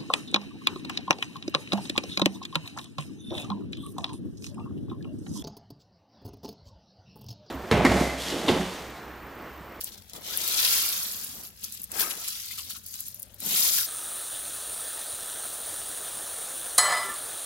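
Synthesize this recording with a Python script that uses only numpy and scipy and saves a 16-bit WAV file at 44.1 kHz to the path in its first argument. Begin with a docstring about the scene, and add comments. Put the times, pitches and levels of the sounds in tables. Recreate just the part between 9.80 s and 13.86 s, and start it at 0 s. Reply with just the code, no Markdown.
"""A few wet stones click and slip, then a hand rakes gravel and shell across a floating sifter screen.
Grit, pebbles and single stones are short damped rings; noise reflections scatter them over the bed.
Water is many tiny rising bubbles and larger gurgles; a short rising slurp and a faint, nearly level tone
are unsteady sines. Low rings make the frame rumble and the mesh scrape; stones slide and settle between
strokes. Filtered noise and a wavering hum make a faint low outdoor drone."""
import sys
import numpy as np
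from scipy import signal
from scipy.fft import rfft, irfft, next_fast_len
from scipy.io import wavfile
from scipy.ndimage import uniform_filter1d, map_coordinates

SR = 44100
rng = np.random.default_rng(int(sys.argv[2]) if len(sys.argv) > 2 else 0)


def wrap_up_sound(samples):
    """Save the sound to the file named by the first command line argument, as 16-bit audio."""
    columns = np.atleast_2d(samples).T
    # keep every value between -1 and 1, then stretch to whole-number steps
    tamed = np.clip(columns, -1, 1)
    steps = np.round(tamed * 32767).astype(np.int16)
    wavfile.write(sys.argv[1], SR, steps)


N = 179221  # samples in the scene

# path of the moving stones: start_s [s], left_over_right_db [dB]
STONE_PATH = [(0.0, -0.5), (0.04, 3.5), (0.65, 3.5), (1.02, 0.5), (1.94, 2), (2.09, 6), (2.11, 7),
              (2.16, 6), (2.41, 2.0), (3.63, 4.5), (4.04, 1.5), (4.06, 5.5)]
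# stones and shells that snap together: start_s [s], level_db [dB, first 2 ms before reflections],
# ring_hz [Hz, centre of the modes], left_over_right_db [dB]
STONE_CLICKS = [(.0103, -27.5, 14350, 0), (.0381, -30, 14060, 6), (.0433, -24, 10600, 4),
                (.2214, -47.5, 4040, 7), (.2968, -42, 6130, 5), (.3339, -35, 4570, 5),
                (.5737, -19, 13900, 8), (.6156, -28.5, 4296, 10.5), (.6775, -22, 12800, 8),
                (.6862, -32, 6880, 9.5), (.8492, -18, 3880, 3), (1.2301, -26.5, 13240, -7),
                (1.3217, -31.5, 10100, 0), (1.4452, -29, 11200, 3), (1.8374, -31, 12250, 0.5),
                (1.8422, -27, 5500, 5), (1.8485, -30, 13100, 3), (1.9229, -32, 9620, -2),
                (1.9737, -39, 4990, 8), (1.9996, -36.5, 14550, 4.5), (2.0171, -32, 13130, 2),
                (2.0331, -32, 13500, 7), (2.0407, -27.5, 11420, 1.5), (2.1174, -28, 10600, -6.5),
                (2.1963, -19, 15270, 11), (2.2293, -32, 14300, 7), (2.3088, -27.5, 3500, 6),
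                (2.4832, -25, 10630, 2.5), (3.0637, -32.5, 12960, 1), (3.1408, -32.5, 6390, 6),
                (3.205, -27, 12180, 7), (3.2822, -29.5, 14530, 4), (3.345, -32, 14720, 5),
                (3.3972, -33, 14180, 3.5), (3.421, -33, 13200, 9), (3.4288, -30, 10640, 5),
                (3.5429, -40.5, 13340, 3), (3.6029, -30.5, 10350, 2), (3.6622, -23, 12150, 15),
                (3.8376, -26, 14800, 5)]
# air pockets that gurgle through the mesh: start_s [s], level_db [dB, before a common trim],
# pitch_hz [Hz, centre of the bubbles]
AIR_POCKETS = [(2.224, -18.5, 1462), (2.709, -24, 2218), (2.78, -28, 1330), (2.794, -31, 1138),
               (2.946, -34, 1330), (2.96, -35.5, 1170), (3.777, -23, 2476), (3.849, -25, 929),
               (3.983, -19.5, 1638), (4.013, -23, 1480)]
# tone colours of gravel, water, mesh, frame and outdoor air: freq_hz [Hz], response_db [dB]
GRAVEL_COLOUR = [(900, -42), (1500, -25.5), (2100, -11.5), (2700, -6.5), (3500, -2.5), (4700, 0),
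                 (6500, -0.5), (7700, -2), (8500, -5), (10000, 0), (13000, 2), (16000, -1)]
WATER_COLOUR = [(400, -56), (800, -8.5), (1300, 3), (2200, -2.5), (3200, -4), (6000, -41)]
MESH_COLOUR = [(150, -13.5), (330, 1), (600, 1), (900, 0), (1600, -13)]
FRAME_COLOUR = [(70, -44), (140, -4), (200, 6.5), (300, -2.5), (600, -45)]
OUTDOOR_COLOUR = [(20, -31), (35, -6.5), (60, 3), (95, 3.5), (130, -6), (200, -4), (300, -24), (500, -18),
                  (800, -55), (1600, -18), (3000, -29.5)]
# decay of the reflections off the gravel bed, for stones and water: freq_hz [Hz], t60_s [s]
BED_DECAY = [(500, 0.093), (4000, 0.076), (14000, 0.034)]
# rakes of the hand: start_s [s], rise_s [s], hold_s [s], fade_db_per_s [dB/s, before SETTLING_SPEED],
# lift_s [s], grit_db [dB], pebbles_db [dB], large_stones_db [dB], water_db [dB, before a common trim]
RAKE_STROKES = [(.365, .52, .07, 30, 1.67, -25, -27, -24, -38),
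                (1.72, .12, .1, 30.5, 2.04, -47.5, -49, -48, -68),
                (2.085, .115, .03, 85, 2.42, -31, -34, -38.5, -36),
                (2.27, .17, .06, 18, 2.96, -38, -38, -37, -53),
                (3.01, .06, .15, 45, 3.43, -43.5, -47.5, -53, -69),
                (3.575, .21, .1, 120, 3.9, -22.5, -27.5, -24.5, -41.5),
                (3.89, .04, .06, 110, 4.1, -24, -28.5, -29, -42)]
# small avalanches of loose stones: start_s [s], length_s [s], grit_db [dB], pebbles_db [dB]
STONE_SLIDES = [(.002, .012, -39, -41), (0.033, .05, -42, -45), (.1, .045, -50, -48), (.17, .015, -52, -51),
                (.275, .04, -56, -54), (.335, .035, -44, -46), (.41, .14, -45, -39),
                (0.767, .035, -31, -27.5), (.835, .025, -32, -28), (0.914, .025, -28, -32),
                (1.41, .03, -41.5, -46), (1.621, .045, -43.5, -51), (1.81, .055, -44, -46),
                (1.92, .03, -40.5, -51.5), (2.176, .044, -25, -32), (2.28, .04, -36, -40),
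                (2.47, .02, -33, -39), (2.693, .03, -42, -43), (2.765, .033, -38, -40),
                (2.888, .025, -36, -40), (2.94, .03, -42, -46), (3.125, .03, -43, -44),
                (3.178, .025, -41, -45), (3.245, .025, -41, -49)]
# resting bed: grit_db, pebbles_db, large_stones_db, water_db [dB, water before a common trim]
BED_REST_DB = [-59, -63, -58, -69]
# the hand's weight on the screen: start_s [s], rise_s [s], hold_s [s], fade_db_per_s [dB/s], lift_s [s],
# frame_db [dB, before a small trim], mesh_db [dB]
HAND_PRESSES = [(0, 0.035, .12, 102.5, 0.56, -63, -59), (.31, 0.047, 0.0096, 120, .5, -53.5, -48.5),
                (.38, 0.13, 0.43, 25.5, 1.65, -61, -49.5), (1, 0.31, 0.2, 81.5, 2.1, -59, -65),
                (1.53, 0.033, .02, 90, 1.72, -56, -56), (1.81, 0.026, 0.013, 206, 1.97, -59, -67),
                (1.98, 0.025, 0.009, 201.5, 2.25, -59.5, -66.5), (2.085, .08, 0.071, 66, 2.45, -56, -43.5),
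                (2.83, 0.044, 0.043, 92.5, 3.17, -62.5, -67), (3.25, .15, 0.26, 50, 3.7, -71.5, -67.5),
                (3.59, 0.064, 0.064, 150, 3.84, -46.5, -51), (3.58, 0.14, 0.2, 74.5, 4.03, -58, -51)]
# floating screen at rest: frame_db [dB, before a small trim], mesh_db [dB]
FLOAT_REST_DB = [-68, -74]
# a short rising slurp and a faint, nearly level tone: start_s [s], length_s [s], first_hz [Hz],
# last_hz [Hz], level_db [dB, before the swell], unsteadiness_hz [Hz]
FAINT_TONES = [(.47, 0.14, 1080, 2127, -51, 69.5), (3.269, 0.414, 575.6, 584, -68.5, 45)]
# fade speed, heavy stones stopping first: grit, pebbles, large_stones, water [factor]
SETTLING_SPEED = [.95, 1.1, 1.26, 1]

TOP_HZ = 16000  # band limit
STONE_T60_S = .011
PUSH_CURVE = 1.25  # exponent of the build-up
LIFT_DB_PER_S = 220.5  # extra fade once the hand lifts
SLIDE_LARGE_DB, SLIDE_WATER_DB = 2.5, -13  # larger stones and water against a slide's pebbles
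SLIDE_RISE_SHARE = .5  # part of its length that a slide takes to gather
SLIDE_FADE_DB_PER_S = 470  # before SETTLING_SPEED
PRESS_WATER_DB = -4  # water forced through the screen, against the mesh scrape


def amp(db):
    """Decibels to gain."""
    return 10 ** (np.asarray(db) / 20)


def unit(x):
    """x at rms 1."""
    return x / np.sqrt(np.mean(x ** 2) + 1e-20)


def along(points, hz):
    """Read (Hz, value) points on a log frequency axis."""
    f, v = np.transpose(points)
    return np.interp(np.log(hz + 1), np.log(f + 1), v)


def curves(rows):
    """Draw one curve over the scene for each column after the time."""
    s, *columns = np.transpose(rows)
    return [np.interp(np.arange(N) / SR, s, column) for column in columns]


def filtered(x, response):
    """Apply a gain that depends on frequency, padded so the end does not wrap to the start."""
    m = next_fast_len(N + SR // 4)
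    gain = response(np.fft.rfftfreq(m, 1 / SR))
    return irfft(rfft(x, m) * gain, m)[..., :N]


def coloured(x, spectrum):
    """Tint x with a (Hz, dB) response."""
    return filtered(x, lambda hz: amp(along(spectrum, hz)))


def wobble(rate):
    """A smooth random curve with rate knots a second."""
    knots = rng.standard_normal(int(N * rate / SR) + 4)
    return map_coordinates(knots, [np.arange(N) * rate / SR])


def panned(lr_db):
    """Left and right gains of constant power, lr_db apart."""
    g = amp(np.array([lr_db, -lr_db]).reshape(2, -1) / 2)
    return g / np.sqrt(np.mean(g ** 2, axis=0))


def add(out, s, sound):
    """Mix a stereo sound in at time s."""
    i = max(round(s * SR), 0)
    out[:, i:i + sound.shape[1]] += sound[:, :N - i]


def steady(x, size=2200):
    """Even the slow level to about rms 1, averaging over size samples; single grains still stand out."""
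    power = uniform_filter1d(uniform_filter1d(np.mean(x ** 2, axis=0), size), size)
    return x / np.sqrt(np.abs(power) + 1e-12)


def grains(rate, lo_hz, hi_hz, life, spread_db, pan_db, lag, rise=0, size=128):
    """Stereo contacts at rate per second: damped rings of random pitch, decay (about life s), level and pan."""
    total = np.cumsum(rate) / SR
    u = rng.random((int(total[-1]), 6))
    start = np.searchsorted(total, u[:, 0] * total[-1])
    hz = lo_hz + (hi_hz - lo_hz) * u[:, 1:2]
    decay = life * 2 ** (2 * u[:, 2:3] - 1)
    gains = amp(-spread_db * np.log(u[:, 3] + 0.038)) * panned(pan_db * (2 * u[:, 4] - 1))
    samples = np.arange(size)
    ears = []
    for side, gain in zip((-1, 1), gains):
        # each contact reaches one ear first, by up to lag seconds
        delay = lag * (1 + side * (2 * u[:, 5:] - 1)) / 2
        t = np.maximum(samples / SR - delay, 0)
        tone = np.sin(2 * np.pi * hz * t * (1 + rise * t / decay))
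        ring = gain[:, None] * np.exp(-t / decay) * tone
        ears.append(np.bincount((start[:, None] + samples).ravel(), ring.ravel(), N)[:N])
    return np.array(ears)


def scattered(x, wet_db, count=40):
    """Add short reflections off the gravel bed: decaying noise, drawn anew for each of count stretches."""
    out = x.copy()
    for part in np.array_split(np.arange(N), count):
        hz, t, z = signal.stft(rng.standard_normal((2, SR // 16)), SR, nperseg=64)
        decay = amp(-60 * t / along(BED_DECAY, hz)[:, None])
        tail = signal.istft(z * decay, SR, nperseg=64)[1]
        tail = tail / np.linalg.norm(tail[0])
        add(out, part[0] / SR, amp(wet_db) * signal.fftconvolve(x[:, part], tail, axes=1))
    return out


def outdoors(hum_hz=94, hum_db=-66, rumble_db=-59):
    """A low drone of mostly shared noise, with a wavering hum and its octave, leaning left."""
    air = rng.standard_normal(N) + 0.31 * rng.standard_normal((2, N))
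    phase = 2 * np.pi * np.cumsum(hum_hz * (1 + .035 * wobble(12))) / SR
    tone = unit(np.sin(phase) + .4 * np.sin(2 * phase))
    hum = amp(hum_db + 1.5 * wobble(8)) * tone
    rumble = amp(rumble_db) * unit(coloured(air, OUTDOOR_COLOUR))
    return panned(8.0) * (rumble + hum)


def faint_tones():
    """A narrow, unsteady tone that swells and dies away, its pitch going from first_hz to last_hz."""
    out = np.zeros(N)
    for s, length, first_hz, last_hz, db, rough_hz in FAINT_TONES:
        progress = np.clip((np.arange(N) / SR - s) / length, 0, 1)
        hz = first_hz * (last_hz / first_hz) ** progress + rough_hz * wobble(250)
        tone = unit(np.sin(2 * np.pi * np.cumsum(hz) / SR))
        out += amp(db + 2.5 * wobble(90)) * np.sin(np.pi * progress) * tone
    return panned(5) * out


def screen(frame_db, mesh_db):
    """Stones bump over the mesh wires and shake the frame: two swarms of low damped rings."""
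    bumps = grains(np.full(N, 350), 121, 454, life=0.0031, spread_db=7, pan_db=0.5, lag=0.00085, size=1200)
    scrapes = grains(np.full(N, 900), 230, 1342, life=0.0031, spread_db=0.5, pan_db=-1, lag=0.0005,
                     size=500)
    frame = amp(frame_db + 0.5) * steady(coloured(bumps, FRAME_COLOUR))
    mesh = amp(mesh_db) * steady(coloured(scrapes, MESH_COLOUR))
    return frame + mesh


def water(slosh_db):
    """Water churned through the stones: many small bubbles that rise in pitch, more when it is louder."""
    rate = 3000 * amp(.3 * (slosh_db - slosh_db.max()))
    bubbles = grains(rate, 708, 3020, life=0.0008, spread_db=3.5, pan_db=17.0, lag=0.00019, rise=0.024,
                     size=400)
    wet = coloured(scattered(bubbles, wet_db=-4), WATER_COLOUR)
    return amp(slosh_db - 2.5) * steady(wet)


def gurgles(t60=0.035, attack=0.0013, scatter=0.015, count=3):
    """A trapped air pocket breaks into count bubbles of like size, each weaker (times in s)."""
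    out, t = np.zeros((2, N)), np.arange(SR // 12) / SR
    for s, db, hz in AIR_POCKETS:
        for k in range(count):
            pitch = hz * np.exp(rng.normal(0, 0.075))
            tone = np.sin(2 * np.pi * pitch * t * (1 + 0.59 * t))  # rises slightly
            bubble = tone * amp(-60 * t / t60) * (1 - np.exp(-t / attack))
            add(out, s + k * scatter * rng.random(), amp(db - 8.5 - 4.8 * k) * panned(8.8) * bubble)
    return out


def clicks(crack_db=-2, rebound_db=-5, size=88):
    """A stone strikes, rings in four modes with a noise crack, and chatters once against its neighbour."""
    out, t = np.zeros((2, N)), np.arange(SR // 50) / SR
    for s, db, hz, lr_db in STONE_CLICKS:
        modes = np.minimum(hz * np.exp(rng.normal(0, .15, (4, 1, 1))), TOP_HZ - 500)
        ring = np.sin(2 * np.pi * (modes * t + rng.random((4, 2, 1)))).mean(axis=0)
        crack = amp(crack_db) * rng.standard_normal((2, len(t)))
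        hit = (ring + crack) * amp(-60 * t / STONE_T60_S)
        hit = hit + amp(rebound_db) * np.roll(hit, rng.integers(30, 110), axis=1)
        # a small stone radiates little far below its ring
        hit = signal.lfilter(*signal.butter(3, [.68 * hz, 15900], "bandpass", fs=SR), hit)
        hit = hit / hit[:, :size].std(axis=1, keepdims=True)
        add(out, s, amp(db) * panned(lr_db) * hit)
    return scattered(out, wet_db=-8)


def crunch(level_db, band, contacts, crowding, clump_db, life, spread_db):
    """Stones slip in small avalanches; a harder stroke sets more of them going."""
    rate = contacts * amp(crowding * (level_db - level_db.max()))
    hits = grains(rate, 1610, TOP_HZ, life, spread_db, pan_db=13, lag=0.0002865)
    hits = scattered(hits * amp(clump_db * wobble(110)), wet_db=-1)
    hits = filtered(hits, lambda hz: amp(along(GRAVEL_COLOUR, hz)) * band(hz))
    return amp(level_db) * steady(hits, size=1300)


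def gravel(grit_db, pebble_db, large_db):
    """Fine grit crackles on top; pebbles grate lower, and lowest where fingers dig among larger stones."""
    fine = lambda hz: 1 / (1 + (7500 / (hz + 1)) ** 8)
    grit = crunch(grit_db, lambda hz: np.sqrt(fine(hz)), contacts=4200, crowding=.35, clump_db=1.5,
                  life=0.00016, spread_db=-0.5)
    pebbles = crunch(pebble_db, lambda hz: np.sqrt(1 - fine(hz)), contacts=4200, crowding=.25, clump_db=2,
                     life=0.00022, spread_db=1.5)
    # the pebbles' low part gets the larger stones' own level
    large = filtered(pebbles, lambda hz: 1 / (1 + (hz / 4000) ** 8))
    return grit + pebbles - large + amp(large_db - pebble_db) * large


def swell(t, start, rise, hold, fade, lift):
    """Gain of one movement: it builds, holds, fades, and drops fast once the hand lifts."""
    attack = np.clip((t - start) / rise, 0, 1) ** PUSH_CURVE
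    fade_db = fade * np.maximum(t - start - rise - hold, 0)
    lift_db = LIFT_DB_PER_S * np.maximum(t - lift, 0)
    return attack * amp(-fade_db - lift_db)


def levels(movements, rest_db, settling):
    """Level in dB of each layer: the powers of all movements add to that of the resting state."""
    t = np.arange(0, N / SR, .001)
    power = amp(rest_db)[:, None] ** 2
    for start, rise, hold, fade, lift, *dbs in movements:
        gain = swell(t, start, rise, hold, fade * np.array(settling)[:, None], lift)
        power = power + (amp(dbs)[:, None] * gain) ** 2
    return curves(np.column_stack([t, *(10 * np.log10(power))]))


def stirring():
    """Levels of grit, pebbles, larger stones and water as strokes and slides move the bed."""
    slides = []
    for s, length, grit, pebbles in STONE_SLIDES:
        rise = SLIDE_RISE_SHARE * length
        hold = (1 - SLIDE_RISE_SHARE) * length
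        # lift at the scene's end: no hand is involved
        slides.append((s, rise, hold, SLIDE_FADE_DB_PER_S, N / SR,
                       grit, pebbles, pebbles + SLIDE_LARGE_DB, pebbles + SLIDE_WATER_DB))
    return levels(list(RAKE_STROKES) + slides, BED_REST_DB, SETTLING_SPEED)


def scene():
    """Mix all layers; stones, water and screen follow the hand from side to side."""
    place_db, = curves(STONE_PATH)
    grit_db, pebble_db, large_db, churn_db = stirring()
    frame_db, mesh_db = levels(HAND_PRESSES, FLOAT_REST_DB, settling=[1, 1])
    # water stirred by the stones and water pressed through the screen add in power
    slosh_db = 20 * np.log10(np.hypot(amp(churn_db), amp(mesh_db + PRESS_WATER_DB)))
    stones = panned(place_db) * gravel(grit_db, pebble_db, large_db)
    below = panned(place_db + 2.5) * (water(slosh_db) + screen(frame_db, mesh_db))
    return stones + below + clicks() + gurgles() + faint_tones() + outdoors()


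def record(dry):
    """Keep nothing at or above the band limit."""
    return filtered(dry, lambda hz: hz < TOP_HZ)


dry = scene()
out = record(dry)
wrap_up_sound(out)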